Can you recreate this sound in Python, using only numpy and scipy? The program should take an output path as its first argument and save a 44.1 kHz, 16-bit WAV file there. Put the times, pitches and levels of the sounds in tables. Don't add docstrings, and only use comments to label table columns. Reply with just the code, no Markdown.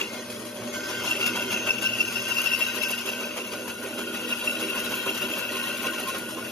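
import sys
import numpy as np
from scipy import signal
from scipy.fft import rfft, irfft
from scipy.io import wavfile
from scipy.ndimage import uniform_filter1d

SR = 44100
rng = np.random.default_rng(int(sys.argv[2]) if len(sys.argv) > 2 else 0)


def log_audio(samples):
    frames = np.atleast_2d(samples).T
    limited = np.clip(frames, -1, 1)
    pcm = np.round(limited * 32767).astype(np.int16)
    wavfile.write(sys.argv[1], SR, pcm)


N = 287091
T = np.arange(N) / SR


def amp(db):
    return 10 ** (np.asarray(db) / 20)


def evened(x):
    return x / np.sqrt(np.mean(x ** 2) + 1e-20)


def curves(rows):
    s, *columns = np.transpose(rows)
    return [np.interp(T, s, column) for column in columns]


def over_hz(points):
    hz, value = np.transpose(points)
    return np.interp(np.log(np.fft.rfftfreq(N, 1 / SR) + 1), np.log(hz + 1), value)


def coloured(x, points):
    return evened(irfft(rfft(x) * amp(over_hz(points)), N))


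def ring(x, hz, width):
    radius = np.exp(-np.pi * width / SR)
    poles = [1, -2 * radius * np.cos(2 * np.pi * hz / SR), radius * radius]
    once = signal.lfilter([1, -1], poles, x)
    return evened(signal.lfilter([1, -1], poles, once))


def high_part(x, hz):
    return signal.sosfiltfilt(signal.butter(4, hz, "high", fs=SR, output="sos"), x)


def wander(rate_hz):
    s = np.arange(0, T[-1] + 1, .5 / rate_hz)
    return np.interp(T, s, rng.standard_normal(len(s)))


def snaps(per_s, fall_s):
    jumps = rng.exponential(1, N) * (rng.random(N) < per_s / SR)
    x = signal.lfilter([1], [1, -np.exp(-1 / (fall_s * SR))], jumps)
    return evened(x - x.mean())


def field(shape, frames, bins):
    patches = uniform_filter1d(rng.standard_normal(shape), bins, 0)
    return evened(uniform_filter1d(patches, frames, 1))


# time in seconds, turns made so far.
WHEEL_TURNS = [(0.742, 0), (3.837, 20), (6.451, 37)]
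# time in seconds, extra rasp in dB, extra knock into the block in dB.
SPOT_BITE = [(0.74, 8, 6), (1.2, 7.5, 7), (1.67, 9.5, 10), (1.9, 4.5, 1), (2.3, 5, 10), (2.75, 8.5, 10),
             (3.3, 7, 10.5), (4.15, 7, 9.5), (4.45, 5.5, 4.5), (5.05, 5, 12.5), (5.55, 5, 6),
             (6.45, 5.5, 7.5)]
# time in seconds, extra rasp in dB, extra
# knock in dB. The same shares apply, and values below zero add nothing.
OTHER_BITES = [(0.141, 6, 3), (0.311, 8.5, 4), (0.398, 4, 8), (0.463, 6, -3), (0.566, 5, 3), (0.621, -3, 9),
               (1.11, 4.5, -7), (1.265, 5.5, -5), (2.386, 5, 5), (2.547, 4, -15), (2.681, 3, -5), (2.83, 9.5, -4),
               (2.984, 4, -3), (3.124, 5.5, 5), (4.956, 6, -2), (4.703, 3, 1), (4.849, 3, 4), (5.006, 1.5, -4),
               (5.154, 3, -2), (5.325, 4, -7), (5.56, 4, -6), (5.636, 5, -4), (5.78, 2.5, 0), (5.86, 7.5, 9),
               (5.936, 5, 2), (6.082, 10.5, -5), (6.168, 6.5, 5), (6.382, 3.5, 9)]


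def all_bites():
    s, turns = np.transpose(WHEEL_TURNS)
    times = np.interp(np.arange(turns[-1] + 1), turns, s)
    at, *extra = np.transpose(SPOT_BITE)
    spot = np.transpose([times] + [np.interp(times, at, e) for e in extra])
    return np.vstack([spot, OTHER_BITES])


def bites(column, rise=0.0069, hold=0.0043, fall=0.022):
    out = np.zeros(N)
    for row in all_bites():
        near = slice(max(round((row[0] - .05) * SR), 0), round((row[0] + .15) * SR))
        u = T[near] - row[0]
        grip = np.exp(-(np.minimum(u + hold, 0) / rise) ** 2)
        release = np.cosh(np.maximum(u - hold, 0) / fall)
        out[near] = np.maximum(out[near], row[column] * grip / release)
    return out


# frequency in Hz, relative level in dB per Hz.
CABINET_BALANCE = [(30, -48), (65, -18.5), (100, -15.5), (160, -22), (200, -7.5), (400, -8), (620, -5),
                   (720, -41), (1500, -18.5), (4000, -31)]
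# frequency in Hz, width in Hz, level against the cabinet noise in dB.
PANELS = [(208, 20, -11), (240, 34, -13), (323, 12, -8), (383, 22, -6), (495, 20, -11), (590, 40, -13),
          (645, 22, -12), (740, 25, -16), (815, 35, -19)]
# time in seconds, level in dB.
RUMBLE = [(0.05, -36.5), (0.25, -41), (1.35, -35.5), (2.1, -39.5), (3.0, -40.5), (4.65, -37), (6.4, -38)]


def cabinet():
    shake = rng.standard_normal(N) * amp(0.33 * bites(2, 0.012, 0.0065, 0.016))
    signs = rng.choice([-1., 1.], N)
    panels = sum(amp(db) * ring(shake * signs, hz, width) for hz, width, db in PANELS)
    body = coloured(shake, CABINET_BALANCE) + panels
    return amp(curves(RUMBLE)[0] + 0.16 * wander(8)) * evened(body)


HUM_HZ = 119.8
HUM_MULTIPLES = [1, 2, 5]
# time in seconds, then the levels of multiples 1, 2 and 5 in dB.
HUM_LEVELS = [(0.0, -68, -56, -64), (0.13, -57, -45, -48.5), (0.75, -54, -44.5, -40.5),
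              (0.9, -55.5, -47, -44.5), (1.35, -51, -41.5, -54), (1.8, -52, -45.5, -50.5),
              (3.4, -63.5, -47, -47), (4.2, -59, -43.5, -52), (6.0, -61.5, -44.5, -50),
              (6.51, -53, -47.5, -63)]


def motor_hum():
    out = np.zeros(N)
    for db, k in zip(curves(HUM_LEVELS), HUM_MULTIPLES):
        level = amp(db + 3.2 / k ** .5 * wander(12))
        out += level * np.sin(2 * np.pi * k * HUM_HZ * T + .75 * wander(12))
    return np.sqrt(2) * out


SPELL_FADE_DB_PER_S = 100


def spells(rows, floor_db):
    out = floor_db + 0 * T
    for start, end, db in rows:
        outside_s = np.maximum(np.maximum(start - T, T - end), 0)
        out = np.maximum(out, db - SPELL_FADE_DB_PER_S * outside_s)
    return out


# time in seconds, teeth passing in Hz.
TEETH = [(0, 1064), (.6, 1072), (.8, 1069), (1.0, 1060), (1.5, 1061), (1.9, 1057), (2.6, 1055.5),
         (3.4, 1058), (3.95, 1064), (4.4, 1060), (5.3, 1062), (5.9, 1062), (6.15, 1066), (6.3, 1073),
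         (6.51, 1073)]
SPELLS = {1: [(0.6, 1.1, -61), (2.0, 4.5, -55), (4.6, 5.4, -55), (5.65, 5.8, -49)], 2: [(0.085, 0.12, -45),
          (0.75, 0.86, -48.5), (0.97, 1.01, -42.5), (1.2, 1.55, -46), (2.2, 2.9, -50)],
          3: [(0.95, 1.6, -44.5), (2.7, 3.3, -50), (4.0, 4.35, -46.5), (4.5, 5.7, -44)],
          5: [(0.75, 1.5, -51), (1.8, 3, -53), (4.3, 5.5, -57), (5.7, 6.5, -58)], 6: [(0, .2, -53),
          (0.7, 1.5, -49.5), (1.5, 2.45, -44.5), (2.5, 2.9, -48.5), (3, 3.7, -52.5), (4.2, 4.6, -56.5)],
          9: [(1.5, 1.8, -58), (2.0, 3.0, -54.5), (3.8, 4.3, -62), (5.5, 6.5, -53)], 10: [(1.5, 2.1, -62),
          (3.4, 4.7, -56), (4.7, 6.5, -60.5)], 11: [(0.75, 0.95, -56), (1.8, 2.3, -56), (4.1, 4.5, -66),
          (5.6, 6.0, -63), (6.3, 6.5, -55)], 8: [(5.3, 6.3, -50)], 12: [(2.7, 3.0, -57), (4.95, 6.0, -53),
          (6.3, 6.5, -63)]}
LOWEST_DB, FAINT_DB, FAINT_FOLLOWS = -59, -68, .8
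CUTTING_DB = -45


def whine():
    rasp_db, hz = curves(CUT)[0], curves(TEETH)[0]
    faint_db = FAINT_DB + FAINT_FOLLOWS * (rasp_db - CUTTING_DB)
    turns = np.cumsum(hz * (1 + .0005 * wander(25))) / SR
    bite_db, out = bites(1), np.zeros(N)
    for k in range(1, 13):
        floor_db = LOWEST_DB if k == 1 else faint_db
        db = spells(SPELLS.get(k, []), floor_db) + 1.5 * wander(2.3) + .4 * bite_db
        blur = (0.6 + 0.04 * k) * wander(60)
        out += amp(db + 2.5 * wander(35)) * np.cos(2 * np.pi * k * turns + blur)
    return np.sqrt(2) * out


def swelling_tones(rows, rough):
    out = np.zeros(N)
    for s, db, ms, hz in rows:
        length = ms / 1000
        t = np.arange(-length / 2, length / 2, 1 / SR)
        swell = amp(db) * np.cos(np.pi * t / length) ** 2
        out[round((s + t[0]) * SR):][:len(t)] += swell * np.sin(2 * np.pi * hz * t)
    return out * (1 + rough * wander(300)) / np.hypot(1, rough)


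# middle in seconds, peak in dB before roughening, length in ms, pitch in Hz.
PIPS = [(2.393, -40.0, 34, 3850), (2.622, -37.5, 26, 3890), (2.679, -37.0, 33, 3880),
        (2.773, -40.0, 41, 3880), (2.83, -35.0, 34, 3850), (4.311, -36.5, 22, 3870),
        (4.467, -40.0, 20, 3880), (4.494, -41.0, 20, 3850), (4.564, -38.5, 21, 3850),
        (4.708, -36.0, 20, 3850), (4.76, -36.0, 59, 1070), (4.861, -35.0, 52, 3880),
        (4.951, -36.0, 57, 1060), (5.014, -36.5, 36, 3880), (5.069, -34.0, 27, 1060),
        (5.158, -38.5, 31, 3870), (5.238, -39.5, 34, 3860), (5.377, -36.5, 22, 1050),
        (5.561, -34.5, 70, 1060), (5.636, -40.0, 31, 3860), (5.642, -34.5, 52, 1060),
        (5.674, -41.0, 28, 3840), (5.854, -31.5, 61, 1060), (5.867, -39.5, 37, 3900),
        (5.938, -33.0, 60, 1060), (6.089, -28.0, 70, 1060), (6.096, -38.5, 34, 3860),
        (6.163, -34.0, 58, 1070), (6.384, -36.0, 68, 1060)]


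def pips():
    return swelling_tones(PIPS, .2)


# middle in seconds, peak in dB before roughening, length in ms, pitch in Hz.
SQUEALS = [(1.713, -31.5, 26, 5480), (1.868, -33.5, 33, 5480), (1.941, -35.5, 20, 5430),
           (2.012, -35.0, 35, 5430), (2.166, -35.5, 31, 5420), (2.385, -32.5, 34, 5460),
           (2.474, -34.5, 50, 5450), (2.538, -29.0, 39, 5480), (2.631, -36.5, 22, 5440),
           (2.838, -31.0, 47, 5490)]


def squeals():
    return swelling_tones(SQUEALS, .9)


# frequency in Hz, width in Hz, flutter in dB.
RINGS = [(2725, 250, 1.5), (1543, 24, .6), (1440, 50, .8), (1888, 40, 3.5), (3880, 70, 4), (5050, 900, 1),
         (9250, 500, 1.5), (4945, 70, 5), (4100, 70, 2.5)]
# time in seconds, upper ring in dB, lower ring in dB.
BLOCK = [(0.0, -61, -46), (0.12, -48.5, -50), (0.3, -54, -59), (0.7, -52, -59), (0.75, -42, -43),
         (1.1, -44.5, -40), (1.8, -40.5, -42.5), (3.2, -44.5, -45.5), (3.75, -49.5, -47), (4.128, -49, -40),
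         (6.1, -43.5, -41), (6.4, -57, -39.5), (6.51, -50, -53)]
# time in seconds, lower ring in dB, upper ring in dB.
BLADE_LEVELS = [(0.0, -53, -54), (0.5, -55, -68), (0.75, -57, -70), (1.25, -50, -54), (1.8, -53, -69),
                (2.67, -44, -45), (3.299, -56, -57), (3.75, -61, -56), (4.3, -53, -46.5), (5.05, -52, -49),
                (5.3, -50, -55), (5.9, -50, -50), (6.15, -53, -50), (6.3, -59, -64)]
# time in seconds, then two broad hisses and two narrow rings, all in dB.
BRIGHT = [(0, -50, -60, -71, -50), (.4, -52, -52, -68, -55), (.7, -58, -62, -66, -60),
          (.8, -53, -61, -47, -64), (1.5, -51, -60, -51, -64), (1.8, -48, -57, -68, -60),
          (2.3, -41, -54, -66, -62), (2.9, -45.5, -61, -57, -64), (3.3, -50, -58, -64, -59),
          (3.9, -67, -63, -69, -67), (4.5, -53, -44, -60, -58), (5.1, -55, -51, -62, -53),
          (5.9, -62, -57, -65, -52), (6.5, -67, -66, -74, -62)]
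CHATTER_LAG_S, CHATTER_PUSH = 0.012, 0.4


def rings():
    late_bites = np.roll(bites(1), round(CHATTER_LAG_S * SR))
    push = rng.standard_normal(N) * amp(CHATTER_PUSH * late_bites)
    levels = curves(CUT)[1:] + curves(BLOCK) + curves(BLADE_LEVELS) + curves(BRIGHT)
    out = np.zeros(N)
    for db, (hz, width, flutter_db) in zip(levels, RINGS):
        beads = amp(flutter_db * wander(40)) * ring(push, hz, width)
        out += amp(db) * evened(beads)
    return out


# middle in seconds, peak in dB, length in ms, pitch in Hz.
SHRIEKS = [(0.014, -21.5, 11, 2680), (1.08, -20.5, 10, 2770), (1.114, -16.0, 16, 2740),
           (1.123, -18.0, 8, 2720), (1.133, -23.5, 7, 2730), (1.171, -23.0, 13, 2730),
           (1.205, -23.5, 7, 2730), (1.216, -22.5, 15, 2730), (1.232, -16.5, 11, 2720),
           (1.244, -22.0, 7, 2720), (1.26, -16.5, 27, 2730), (1.265, -17.0, 7, 2680),
           (1.28, -16.5, 12, 2750), (1.291, -22.0, 9, 2710), (1.299, -23.0, 7, 2700),
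           (1.396, -22.0, 16, 2710), (1.425, -19.5, 12, 2710), (1.545, -17.0, 23, 2740),
           (1.564, -20.5, 7, 2700), (1.575, -19.0, 9, 2690), (1.674, -19.5, 11, 2730),
           (1.685, -23.5, 7, 2750), (1.695, -14.5, 13, 2730), (1.708, -9.5, 10, 2710),
           (1.718, -20.5, 7, 2730), (1.785, -16.0, 9, 2710), (1.83, -22.5, 12, 2760),
           (1.843, -21.5, 12, 2750), (1.859, -16.5, 27, 2720), (1.872, -14.0, 13, 2790),
           (1.884, -21.5, 7, 2740), (1.89, -21.5, 12, 2780), (1.923, -23.5, 7, 2730),
           (1.937, -19.5, 20, 2730), (1.955, -23.5, 7, 2720), (1.995, -23.0, 7, 2730),
           (2.01, -12.0, 28, 2730), (2.029, -18.0, 8, 2730), (2.053, -22.5, 10, 2770),
           (2.084, -21.0, 16, 2710), (2.16, -16.0, 16, 2730), (2.17, -16.5, 13, 2720),
           (2.25, -22.0, 9, 2700), (2.312, -18.5, 7, 2780), (2.32, -16.5, 36, 2740),
           (2.37, -17.0, 15, 2730), (2.385, -13.5, 15, 2720), (2.396, -16.0, 9, 2740),
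           (2.406, -18.0, 7, 2730), (2.417, -21.0, 7, 2770), (2.462, -15.0, 12, 2730),
           (2.474, -11.0, 18, 2720), (2.523, -19.0, 29, 2720), (2.538, -12.5, 14, 2720),
           (2.549, -14.0, 11, 2740), (2.563, -18.5, 13, 2710), (2.611, -18.0, 16, 2710),
           (2.625, -14.5, 22, 2720), (2.639, -22.5, 14, 2680), (2.669, -17.5, 19, 2720),
           (2.686, -18.5, 8, 2690), (2.775, -18.5, 12, 2700), (2.819, -16.0, 18, 2690),
           (2.837, -12.5, 12, 2710), (2.849, -16.5, 9, 2710), (2.859, -22.5, 7, 2690),
           (2.895, -20.5, 16, 2720), (2.938, -22.0, 21, 2700), (2.984, -21.0, 14, 2750),
           (3.091, -22.0, 10, 2730), (3.135, -21.0, 9, 2720), (3.246, -22.0, 8, 2640),
           (4.315, -21.0, 7, 2750), (4.328, -16.0, 17, 2730), (4.336, -17.5, 7, 2710),
           (4.479, -15.5, 18, 2730), (4.497, -22.0, 8, 2730), (4.555, -21.5, 12, 2720),
           (4.629, -22.5, 9, 2780), (4.64, -21.5, 21, 2730), (4.702, -20.0, 18, 2750),
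           (4.78, -20.5, 11, 2740), (4.792, -21.5, 11, 2740), (4.942, -23.0, 11, 2750),
           (5.002, -22.5, 9, 2720), (5.084, -21.5, 7, 2690), (5.094, -19.0, 15, 2740),
           (5.254, -22.5, 7, 2730), (5.319, -23.0, 7, 2660), (5.453, -23.0, 12, 2720),
           (5.572, -21.5, 17, 2670), (5.601, -21.5, 11, 2720), (5.616, -22.5, 11, 2740),
           (5.871, -17.5, 10, 2710), (5.901, -22.5, 7, 2750)]
SHRIEK_HZ, SHRIEK_SPREAD_HZ = 2725, 60
SMALL_PER_S, SMALL_MS = 7, 12
SMALL_OVER_DB, SMALL_SPREAD_DB = 4, 3
SQUEAL_HZ, SQUEAL_WIDTH_HZ = 5470, 380


def burst_rows():
    chance = rng.random((round(SMALL_PER_S * T[-1]), 4))
    s = .05 + chance[:, 0] * (T[-1] - .1)
    chatter_db = curves(CUT)[1][(s * SR).astype(int)]
    db = chatter_db + SMALL_OVER_DB + SMALL_SPREAD_DB * (2 * chance[:, 1] - 1)
    ms = SMALL_MS * (.5 + chance[:, 2])
    hz = SHRIEK_HZ + SHRIEK_SPREAD_HZ * (2 * chance[:, 3] - 1)
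    return np.vstack([SHRIEKS, np.transpose([s, db, ms, hz])])


def shrieks():
    swing, pitch = np.zeros(N), np.full(N, float(SHRIEK_HZ))
    for s, db, ms, hz in burst_rows():
        length = ms / 1000
        t = np.arange(-length / 2, length / 2, 1 / SR)
        start = round((s + t[0]) * SR)
        near = slice(start, start + len(t))
        swell = amp(db) * np.cos(np.pi * t / length) ** 2
        pitch[near] = np.where(swell > swing[near], hz, pitch[near])
        swing[near] = np.maximum(swell, swing[near])
    out = amp(-1) * swing * (1 + .1 * wander(250)) * np.sin(2 * np.pi * np.cumsum(pitch) / SR)
    power = out ** 2
    rough = 4 * uniform_filter1d(power, size=900, origin=400) * rng.standard_normal(N)
    squeal = ring(power + rough, SQUEAL_HZ, SQUEAL_WIDTH_HZ)
    grit = coloured(np.abs(out) * rng.standard_normal(N), RASP_BALANCE)
    return out + amp(-54.5) * squeal + amp(-51.0) * grit


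# time in seconds, rasp in dB before bites, chatter ring in dB.
CUT = [(0.0, -29.5, -36), (0.02, -33.5, -30), (0.075, -39.5, -40), (0.11, -39.5, -51), (0.501, -44.5, -61),
       (0.71, -39, -52), (0.779, -38.5, -49.5), (1.1, -34, -31), (1.45, -35.5, -36), (1.75, -38, -30),
       (2.1, -36, -32.5), (2.54, -37, -29.5), (2.8, -39, -33), (3.399, -40, -37), (3.8, -41.5, -42),
       (4.15, -39, -37.5), (4.4, -36, -33.5), (4.95, -37, -33), (5.75, -37, -33), (6.1, -39, -36.5),
       (6.3, -41.5, -42), (6.51, -42, -41)]
# frequency in Hz, relative level in dB per Hz.
RASP_BALANCE = [(150, -30), (450, -12), (900, -1), (1300, 0), (1750, -7), (2300, -1), (3200, 3), (3600, -4),
                (4900, -5), (5700, -6), (6300, -4), (7000, -6), (10000, -7.5), (12500, -8), (13500, -11.5),
                (14300, -10), (15800, -8)]
# frequency in Hz, width in Hz, level against the rasp in dB.
BLADE_RINGS = [(985, 60, -16), (2285, 50, -19), (2535, 45, -15), (3330, 120, -13), (4665, 70, -20),
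               (6000, 110, -23), (8020, 130, -24), (11600, 250, -24), (14850, 130, -22)]
# time in seconds, level below AIR_HZ in dB, level above it in dB.
TREBLE = [(0, -11, -10), (.4, 6, -9), (.75, -5.5, -9), (1.5, -5, -3.5), (2, -1.5, -5.5), (2.5, 1, 3),
          (3.3, -1, -3.5), (3.9, 2.5, -2), (4.5, 1, -1.5), (5.2, -1, 1), (5.9, -0.5, -1), (6.5, 0, -6)]
SIZZLE_HZ, SIZZLE_SHARE = 8600, 0.45
AIR_HZ = 11000
CRACKLE_DB = 1.8
KNOCK_S = (.006, .005, .018)  # rise, hold, fall in seconds


def rasp():
    grain = rng.standard_normal(N) * amp(1.3 * wander(700) + 1.17 * snaps(60, .012))
    z = signal.stft(grain, nperseg=256, noverlap=192)[2]
    patchy = z * amp(.8 * field(z.shape, frames=12, bins=8))
    grain = signal.istft(patchy, nperseg=256, noverlap=192)[1][:N]
    tear = coloured(grain, RASP_BALANCE)
    for hz, width, db in BLADE_RINGS:
        tear = tear + amp(db + 1.2 * wander(1.95)) * ring(grain[::-1], hz, width)
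    low = np.clip(1 - np.fft.rfftfreq(N, 1 / SR) / 3000, 0, 1)
    knock = irfft(rfft(tear) * low, N)
    fizz = high_part(tear, SIZZLE_HZ)
    air = high_part(fizz, AIR_HZ)
    low_db, high_db = curves(TREBLE)
    treble = (fizz - air) * amp(low_db) + air * amp(high_db)
    sharp_bites = bites(1, 0.0012, 0.0011, 0.0037)
    sizzle = treble * amp(SIZZLE_SHARE * sharp_bites + CRACKLE_DB * snaps(120, 0.0064))
    upper = tear - knock - fizz + sizzle
    bitten = upper * amp(0.81 * bites(1)) + knock * amp(bites(2, *KNOCK_S))
    return amp(curves(CUT)[0]) * bitten


def scene():
    saw = cabinet() + motor_hum() + whine() + pips() + squeals() + rings() + shrieks() + rasp()
    z = signal.stft(saw, nperseg=1024, noverlap=768)[2]
    drift = np.angle(field(z.shape, frames=6, bins=6) + 1j * field(z.shape, frames=6, bins=6))
    scattered = signal.istft(z * np.exp(1j * drift), nperseg=1024, noverlap=768)[1][:N]
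    return np.array([saw, scattered * saw.std() / scattered.std()])


# frequency in Hz, lead of the left port in radians.
LEFT_LEAD = [(0, 0), (600, 0.1), (860, 0.6), (1380, 0.1), (1720, 0.6), (2240, 0.1), (2760, 1.8),
             (3270, 1.4), (3880, 0.1), (4130, -0.0), (4650, 0.9), (4910, 0.5), (5250, 1.1), (5510, 0.2),
             (5940, -0.5), (6370, -0.6), (6720, -1.0), (7580, -3.12), (8870, -3.17), (9050, -4.2),
             (10500, -6.1), (12900, -6.6), (13700, -9.35), (15500, -9.5)]
# frequency in Hz, likeness from 0 (unrelated) to 1 (the same).
LIKENESS = [(60, .92), (250, .99), (600, .7), (1450, .93), (1800, .6), (2350, .5), (2750, .88), (4500, .5),
            (7100, .65), (7600, 1), (8850, 1), (9150, .75), (10900, 1), (12300, 1), (13400, .6), (13900, 1)]
# frequency in Hz, left over right in dB.
LEFT_LOUDER = [(60, -0.5), (99, -1.5), (160, -1.5), (270, -1.0), (450, -1.5), (740, 0.5), (1220, 0.5),
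               (2010, 1.0), (2720, 4.0), (3330, 3.0), (5500, 3.0), (7600, 0.0), (15000, 0.0)]
EDGE_HZ = 15850


def record(dry):
    direct, scattered = rfft(dry, axis=1)
    same = np.clip(over_hz(LIKENESS), 0, 1)
    mixed = same * direct + np.sqrt(1 - same ** 2) * scattered
    right = mixed * np.exp(-1j * over_hz(LEFT_LEAD)) * amp(-over_hz(LEFT_LOUDER))
    pair = np.array([dry[0], irfft(right, N)])
    band = signal.firwin(1023, EDGE_HZ, window=("kaiser", 10), fs=SR)
    return signal.oaconvolve(pair, band[None], "same")


dry = scene()
out = record(dry)
log_audio(out)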